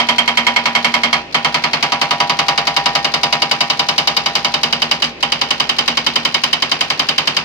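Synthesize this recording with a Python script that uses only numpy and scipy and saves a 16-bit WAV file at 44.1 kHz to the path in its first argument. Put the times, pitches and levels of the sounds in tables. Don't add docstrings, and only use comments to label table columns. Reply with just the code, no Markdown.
import sys
import numpy as np
from scipy import signal
from scipy.fft import rfft, irfft
from scipy.io import wavfile
from scipy.ndimage import uniform_filter1d

SR = 44100
rng = np.random.default_rng(int(sys.argv[2]) if len(sys.argv) > 2 else 0)


def master(y):
    cut = np.clip(np.atleast_2d(y).T, -1, 1)
    pcm = np.round(cut * 32767)
    wavfile.write(sys.argv[1], SR, pcm.astype(np.int16))


N = 328104
BLOW_SAMPLES = 8192
AGE_S = np.arange(BLOW_SAMPLES) / SR
BINS_HZ = np.arange(BLOW_SAMPLES // 2 + 1) * SR / BLOW_SAMPLES
PORT_LAG_S = .00011

# time_s, depth (0-1)
SINKING = [(0, 0.18), (1.15, 0.25), (1.35, 0.39), (2.3, 0.64), (3.3, 0.76), (4.3, 0.8), (5.0, 0.86),
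           (5.3, 0.98), (7.4, 0.87)]


def undb(db):
    return np.exp(np.asarray(db) * (np.log(10) / 20))


def contour(points, size=BLOW_SAMPLES):
    hz, values = np.transpose(points)
    bins_hz = np.maximum(np.arange(size // 2 + 1) * SR / size, 1)
    return np.interp(np.log(bins_hz), np.log(hz), values)


def causal(gain_db):
    cepstrum = irfft(gain_db * np.log(10) / 20)
    cepstrum[..., 1:BLOW_SAMPLES // 2] *= 2
    cepstrum[..., BLOW_SAMPLES // 2 + 1:] = 0
    return np.exp(rfft(cepstrum))


def burst(noise, rise_s, hold_s, t60_s):
    decay = undb(-60 * np.maximum(AGE_S - hold_s, 0) / t60_s)
    spectrum = rfft(noise * (1 - np.exp(-AGE_S / rise_s)) * decay)
    return spectrum / np.sqrt(uniform_filter1d(np.abs(spectrum) ** 2, 81, axis=-1))


def play(times_s, sounds):
    mix = np.zeros((2, N + 2 * BLOW_SAMPLES))
    for time_s, sound in zip(times_s, sounds):
        start = BLOW_SAMPLES + int(time_s * SR)
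        mix[:, start:start + BLOW_SAMPLES] += sound
    return mix[:, BLOW_SAMPLES:BLOW_SAMPLES + N]


def wander(rate_hz):
    count = int(N / SR * rate_hz) + 2
    return np.interp(np.linspace(0, count - 1, N), np.arange(count), rng.standard_normal(count))


def diesel(shaft_hz=26.95):
    # shaft_multiple, level_db
    orders = [(2, -53), (3, -57.5), (4, -53), (5, -55), (6, -53), (7, -48), (10, -49.5)]
    # freq_hz, gain_db
    rush_spectrum = [(25, -45), (42, -29), (60, -16), (100, -17), (170, -18), (350, -0.5), (550, -3.5),
                     (1000, -10), (1450, -16.5), (2600, -7), (3500, -18.5), (4900, -20), (8000, -42),
                     (15000, -65)]
    turns = np.cumsum(shaft_hz * (1 + 0.0126 * wander(6))) / SR
    hum = 0
    for multiple, level_db in orders:
        amplitude = np.sqrt(2) * undb(level_db + 0.58 * wander(11))
        hum += amplitude * np.sin(2 * np.pi * (multiple * turns + rng.random()))
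    mid, side = rfft(rng.standard_normal((2, N))) * undb(contour(rush_spectrum, size=N))
    side *= undb(contour([(100, -6), (600, -6), (2000, 1)], size=N))
    rush = irfft(np.array([mid + side, mid - side]), N)
    rush /= np.sqrt(np.mean(rush ** 2))
    return hum + rush * undb(-34 + wander(15))


def stroke_times(start_s, count, first_period_s, last_period_s, run_up_loss_s):
    stroke = np.arange(count)
    mean_period_s = first_period_s + (last_period_s - first_period_s) * stroke / (2 * (count - 1))
    return start_s + stroke * mean_period_s + run_up_loss_s * (1 - np.exp(-stroke))


def blows(stumble_ring=-9, unseat_s=.03, unseated_bright=-10):
    # start_s, count, first_period_s, last_period_s, run_up_loss_s
    runs = [(-.0078, 13, .09497, .09438, 0), (1.3445, 39, .09402, .09309, .012),
            (5.2268, 24, .093, .093, 0)]
    # time_s, strength
    stumble = [(5.021, -0.5), (5.041, -7.5)]
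    # time_s, ring, bright
    tone = [(0, 3.5, -6), (.6, 3, -5.5), (1.1, 3, -2), (1.6, 4, -10), (2.2, 5, -3.5), (3.1, 4, 4),
            (4.2, 2, 11.5), (4.9, 1, 9), (5.4, 0, 9.5), (6.1, -2, 5.5), (7.4, -2.5, 5)]
    # time_s, drone
    arm_drone = [(0, 15), (1.1, 12.5), (1.9, 0.5), (2.7, -7), (3.3, 2), (4.3, -1), (4.8, 7), (5.3, -2),
                 (5.8, 6), (6.4, 1), (6.8, -8), (7.4, 2.5)]
    hits = [(time_s, 0, 0) for run in runs for time_s in stroke_times(*run)]
    hits += [(time_s, strength, stumble_ring) for time_s, strength in stumble]
    times_s, strength, ring = np.transpose(sorted(hits))
    gaps_s = np.diff(times_s, prepend=times_s[0])
    unseated = np.clip((gaps_s - np.median(gaps_s)) / unseat_s, 0, 1)
    depth = np.interp(times_s, *np.transpose(SINKING))
    tone_s, tone_ring, tone_bright = np.transpose(tone)
    bright = np.interp(times_s, tone_s, tone_bright) + unseated_bright * unseated * depth
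    strength -= 0.13 * bright
    ring += np.interp(times_s, tone_s, tone_ring)
    drone = np.interp(times_s, *np.transpose(arm_drone))
    scatter = rng.standard_normal((len(times_s), 4)) * (.6, 1.1, 1.6, 2.5)
    return times_s, np.array([strength, ring, bright, drone]) + scatter.T


def valve(times_s, depth, lead_s=.0215, jitter_s=.0011):
    colour = causal(contour([(100, -62), (400, -24), (1500, -1), (3000, -2.5), (4200, 9), (5800, -3),
                             (7500, -14.5), (15000, -27)]))
    noise = rng.standard_normal((2, BLOW_SAMPLES))
    clack = irfft(burst(noise, rise_s=0.0008, hold_s=0.005, t60_s=0.053) * colour)
    timing, force = rng.standard_normal((2, len(times_s)))
    level_db = 1 - 0.83 * depth + 2 * force[:, None, None]
    return play(times_s - lead_s + jitter_s * timing, clack * undb(level_db))


def vibration(times_s, memory, fresh):
    gaps_s = np.diff(times_s, prepend=times_s[0] - 1)
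    steady = np.abs(gaps_s / np.median(gaps_s) - 1) < .06
    seat = rng.standard_normal((2, BLOW_SAMPLES))
    patterns = []
    for carry in np.where(steady, memory, .5):
        seat = carry * seat + np.sqrt(1 - carry ** 2) * rng.standard_normal(seat.shape)
        patterns.append(seat + fresh * rng.standard_normal(seat.shape))
    mid, side = np.swapaxes(rfft(np.array(patterns)), 0, 1)
    side *= undb(contour([(100, -17), (300, -13), (700, -11), (1300, -4), (2500, -2)]))
    port_delay = np.exp(-2j * np.pi * BINS_HZ * PORT_LAG_S)
    return irfft(np.stack([mid + side, (mid - side) * port_delay], axis=1))


def chisel_resonance_db(depth, reach=0.43, scatter=0.14):
    # freq_hz, width_hz, lift_db, best_depth, left_minus_right_db
    modes = [(1043, 176, 6, 1.05, 10), (2160, 300, 16, 0.07, -8), (2198, 86, 10, 0.99, -2.5),
             (2873, 287, 8, 0.89, -4.5), (3165, 192, 21, 0, -7.5), (3063, 210, 13, 1.1, -6.5),
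             (3711, 55, 7, .85, -16), (3870, 113, 10.5, .9, 0), (4294, 100, 12, .42, -4.5),
             (4752, 80, 9, 0.78, 2), (4938, 146, 10, 0.73, 2), (6090, 280, 9, 0.6, -4)]
    freq_hz, width_hz, lift_db, best_depth, pan_db = np.transpose(modes)[:, :, None]
    peaks = 1 / (1 + (2 * (BINS_HZ - freq_hz) / width_hz) ** 2)
    grip = np.exp(-((depth[:, 0] - best_depth.T) / reach) ** 2)
    grip *= 1 + scatter * rng.standard_normal(grip.shape)
    return np.stack([grip @ (peaks * (lift_db + port * pan_db)) for port in (.5, -.5)], axis=1)


def dispersion(depth):
    delay_s = depth * contour([(500, .004), (1000, .002), (2000, .001), (3000, .002),
                               (4000, .0008), (5000, 0)])
    return np.exp(-2j * np.pi * np.cumsum(delay_s, axis=-1) * SR / BLOW_SAMPLES)


def chisel(times_s, depth, strength, ring, bright, chatter_s=0.01238):
    # freq_hz, gain_db
    crack_spectrum = [(50, -54), (130, -30.5), (350, -19), (700, -2), (1100, 2), (1550, -0.5), (2500, 0.5),
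                      (3500, -1.5), (4600, 1), (5700, -6), (7200, -16), (10000, -27.5), (15500, -31)]
    # freq_hz, gain_db
    clatter_spectrum = [(40, -41), (95, -28), (140, -5.5), (230, -11), (350, -9.5), (550, 1.5), (800, 2.5),
                        (1200, 4.5), (1550, 1), (2600, 2.5), (3500, -2.5), (4800, -4), (6000, -12.5),
                        (7500, -26.5), (15500, -45.5)]
    # freq_hz, left_minus_right_db
    port_balance = [(200, -9), (440, -2), (620, 8), (900, -6), (1300, -2.5), (2000, 0), (2500, -5.5),
                    (3400, -6.5), (4200, 6.5), (5200, 9), (6200, 7), (7500, 3), (15000, 7.5)]
    per_blow = (len(times_s), 1, 1)
    contact = vibration(times_s, memory=0.96, fresh=0.37)
    lift_db = chisel_resonance_db(depth)
    tone_db = 0.7 * strength + ring * contour([(350, 0.19), (750, 0.22), (1200, 0.13), (2000, 0.014)])
    tone_db += bright * contour([(3000, 0), (5000, 0.29), (9000, 0.13)])
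    hardness = rng.standard_normal(per_blow)
    tone_db += hardness * contour([(5000, 0.33), (12000, 1.9)])
    stereo_db = tone_db + np.array([[.5], [-.5]]) * contour(port_balance)

    crush_s = 0.0059 + 0.0015 * np.exp(-depth / 0.12)
    bite = 1 + undb(-2.5 - 6.2 * depth) * np.exp(-AGE_S / 0.0035)
    crack = burst(contact * bite, rise_s=0.00009, hold_s=crush_s, t60_s=0.1 * undb(-9 * depth))
    crack *= causal(stereo_db + contour(crack_spectrum) + lift_db) * dispersion(depth)

    chatter_phase = 2 * np.pi * AGE_S / chatter_s + rng.standard_normal(per_blow)
    rattle = vibration(times_s, memory=0.951, fresh=0.88) * undb(1.14 * np.sin(chatter_phase))
    clatter = burst(rattle, rise_s=0.0084, hold_s=0.014, t60_s=0.24)
    clatter *= causal(stereo_db + contour(clatter_spectrum) + 0.47 * lift_db)
    return play(times_s, irfft(crack * undb(19.5) + clatter * undb(20.5 - 2.25 * depth)))


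def crumble(times_s, bright):
    colour = causal(contour([(300, -28), (2000, -9), (4500, 4), (6000, 0), (7500, 0), (10000, -12),
                             (15500, -18)]))
    noise = rng.standard_normal((len(times_s), 2, BLOW_SAMPLES))
    fizz = burst(noise, rise_s=0.0013, hold_s=0.005, t60_s=.13)
    return play(times_s, irfft(fizz * colour) * undb(-3 + 0.13 * bright))


def grit(times_s, depth, chips_per_s=900, t60_s=0.12):
    shape = (len(times_s), 2, BLOW_SAMPLES)
    chips = (rng.random(shape) < chips_per_s / SR) * rng.standard_normal(shape) ** 3
    colour = causal(contour([(100, -57), (400, -26), (1200, 4), (2800, 12.5), (5000, -8.5),
                             (7500, -15), (15000, -55)]))
    patter = irfft(rfft(chips * undb(-60 * AGE_S / t60_s)) * colour)
    return play(times_s, patter * undb(-16 - 3 * depth))


def housing(times_s, depth, ring, rise_s=0.0045, scatter_db=1.5):
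    # pitch_hz, t60_s, relative_db, full_depth_change_db
    modes = [(608.7, 0.4, -12, -8.5), (702.4, 0.29, -7.5, -1.5), (801.3, 0.41, -7.5, 4.5),
             (847, 0.27, -29, -21), (970.7, 0.27, 1.5, -4.5), (1139.6, 0.16, -1, -5),
             (1242.7, 0.09, 2.5, -1), (1848, 0.61, -18.5, 3.5), (2150, 0.11, -1.5, 1.5)]
    pitch_hz, t60_s, relative_db, sunk_db = np.transpose(modes)[:, :, None]
    phase = rng.uniform(0, 2 * np.pi, (len(modes), 1))
    random_db = scatter_db * rng.standard_normal((len(times_s), len(modes)))
    gains = undb(relative_db.T + depth[:, 0] * sunk_db.T + random_db)
    end_taper = 1 - (AGE_S / AGE_S[-1]) ** 10
    envelope = (1 - np.exp(-AGE_S / rise_s)) * undb(-60 * AGE_S / t60_s) * end_taper
    ports = [gains @ (envelope * np.sin(2 * np.pi * pitch_hz * (AGE_S - lag_s) + phase))
             for lag_s in (0, PORT_LAG_S)]
    return play(times_s, np.stack(ports, axis=1) * undb(1.47 * ring - 21))


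def swell(pitch_hz, delay_s, rise_s):
    age_s = np.maximum(AGE_S - delay_s, 0)
    envelope = (age_s / rise_s * np.exp(1 - age_s / rise_s)) ** 2
    return envelope * np.sin(2 * np.pi * pitch_hz * age_s)


def block(times_s, depth, strength, firmest_depth=0.84, scatter_db=0.85):
    # pitch_hz, delay_s, rise_s, level_db
    modes = [(59.6, .015, 0.043, -49), (175, 0.0011, 0.0076, -31.5), (157.2, 0.01923, 0.017, -30),
             (277.3, 0.001, .012, -29), (361, 0.0029, 0.012, -36), (452, 0.00986, 0.0089, -33.5)]
    shapes = np.array([undb(level_db) * swell(*mode) for *mode, level_db in modes])
    thuds = undb(scatter_db * rng.standard_normal((len(times_s), len(modes)))) @ shapes
    grip_db = -14 * (depth - firmest_depth) ** 2
    return play(times_s, thuds[:, None] * undb(strength + grip_db))


def arm(times_s, drone):
    return play(times_s, swell(pitch_hz=236.3, delay_s=0.00058, rise_s=0.037) * undb(0.64 * drone - 34))


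def scene():
    times_s, controls = blows()
    depth = np.interp(times_s, *np.transpose(SINKING))[:, None, None]
    strength, ring, bright, drone = controls[:, :, None, None]
    steel = chisel(times_s, depth, strength, ring, bright) + housing(times_s, depth, ring)
    clacks = valve(times_s, depth)
    concrete = crumble(times_s, bright) + grit(times_s, depth) + block(times_s, depth, strength)
    return diesel() + clacks + steel + concrete + arm(times_s, drone)


def record(dry):
    ceiling, cutoff_hz = .98, 15900
    rounded = dry / (1 + (dry / ceiling) ** 4) ** (1 / 4)
    return signal.sosfilt(signal.ellip(8, .2, 70, cutoff_hz, fs=SR, output="sos"), rounded)


dry = scene()
out = record(dry)
master(out)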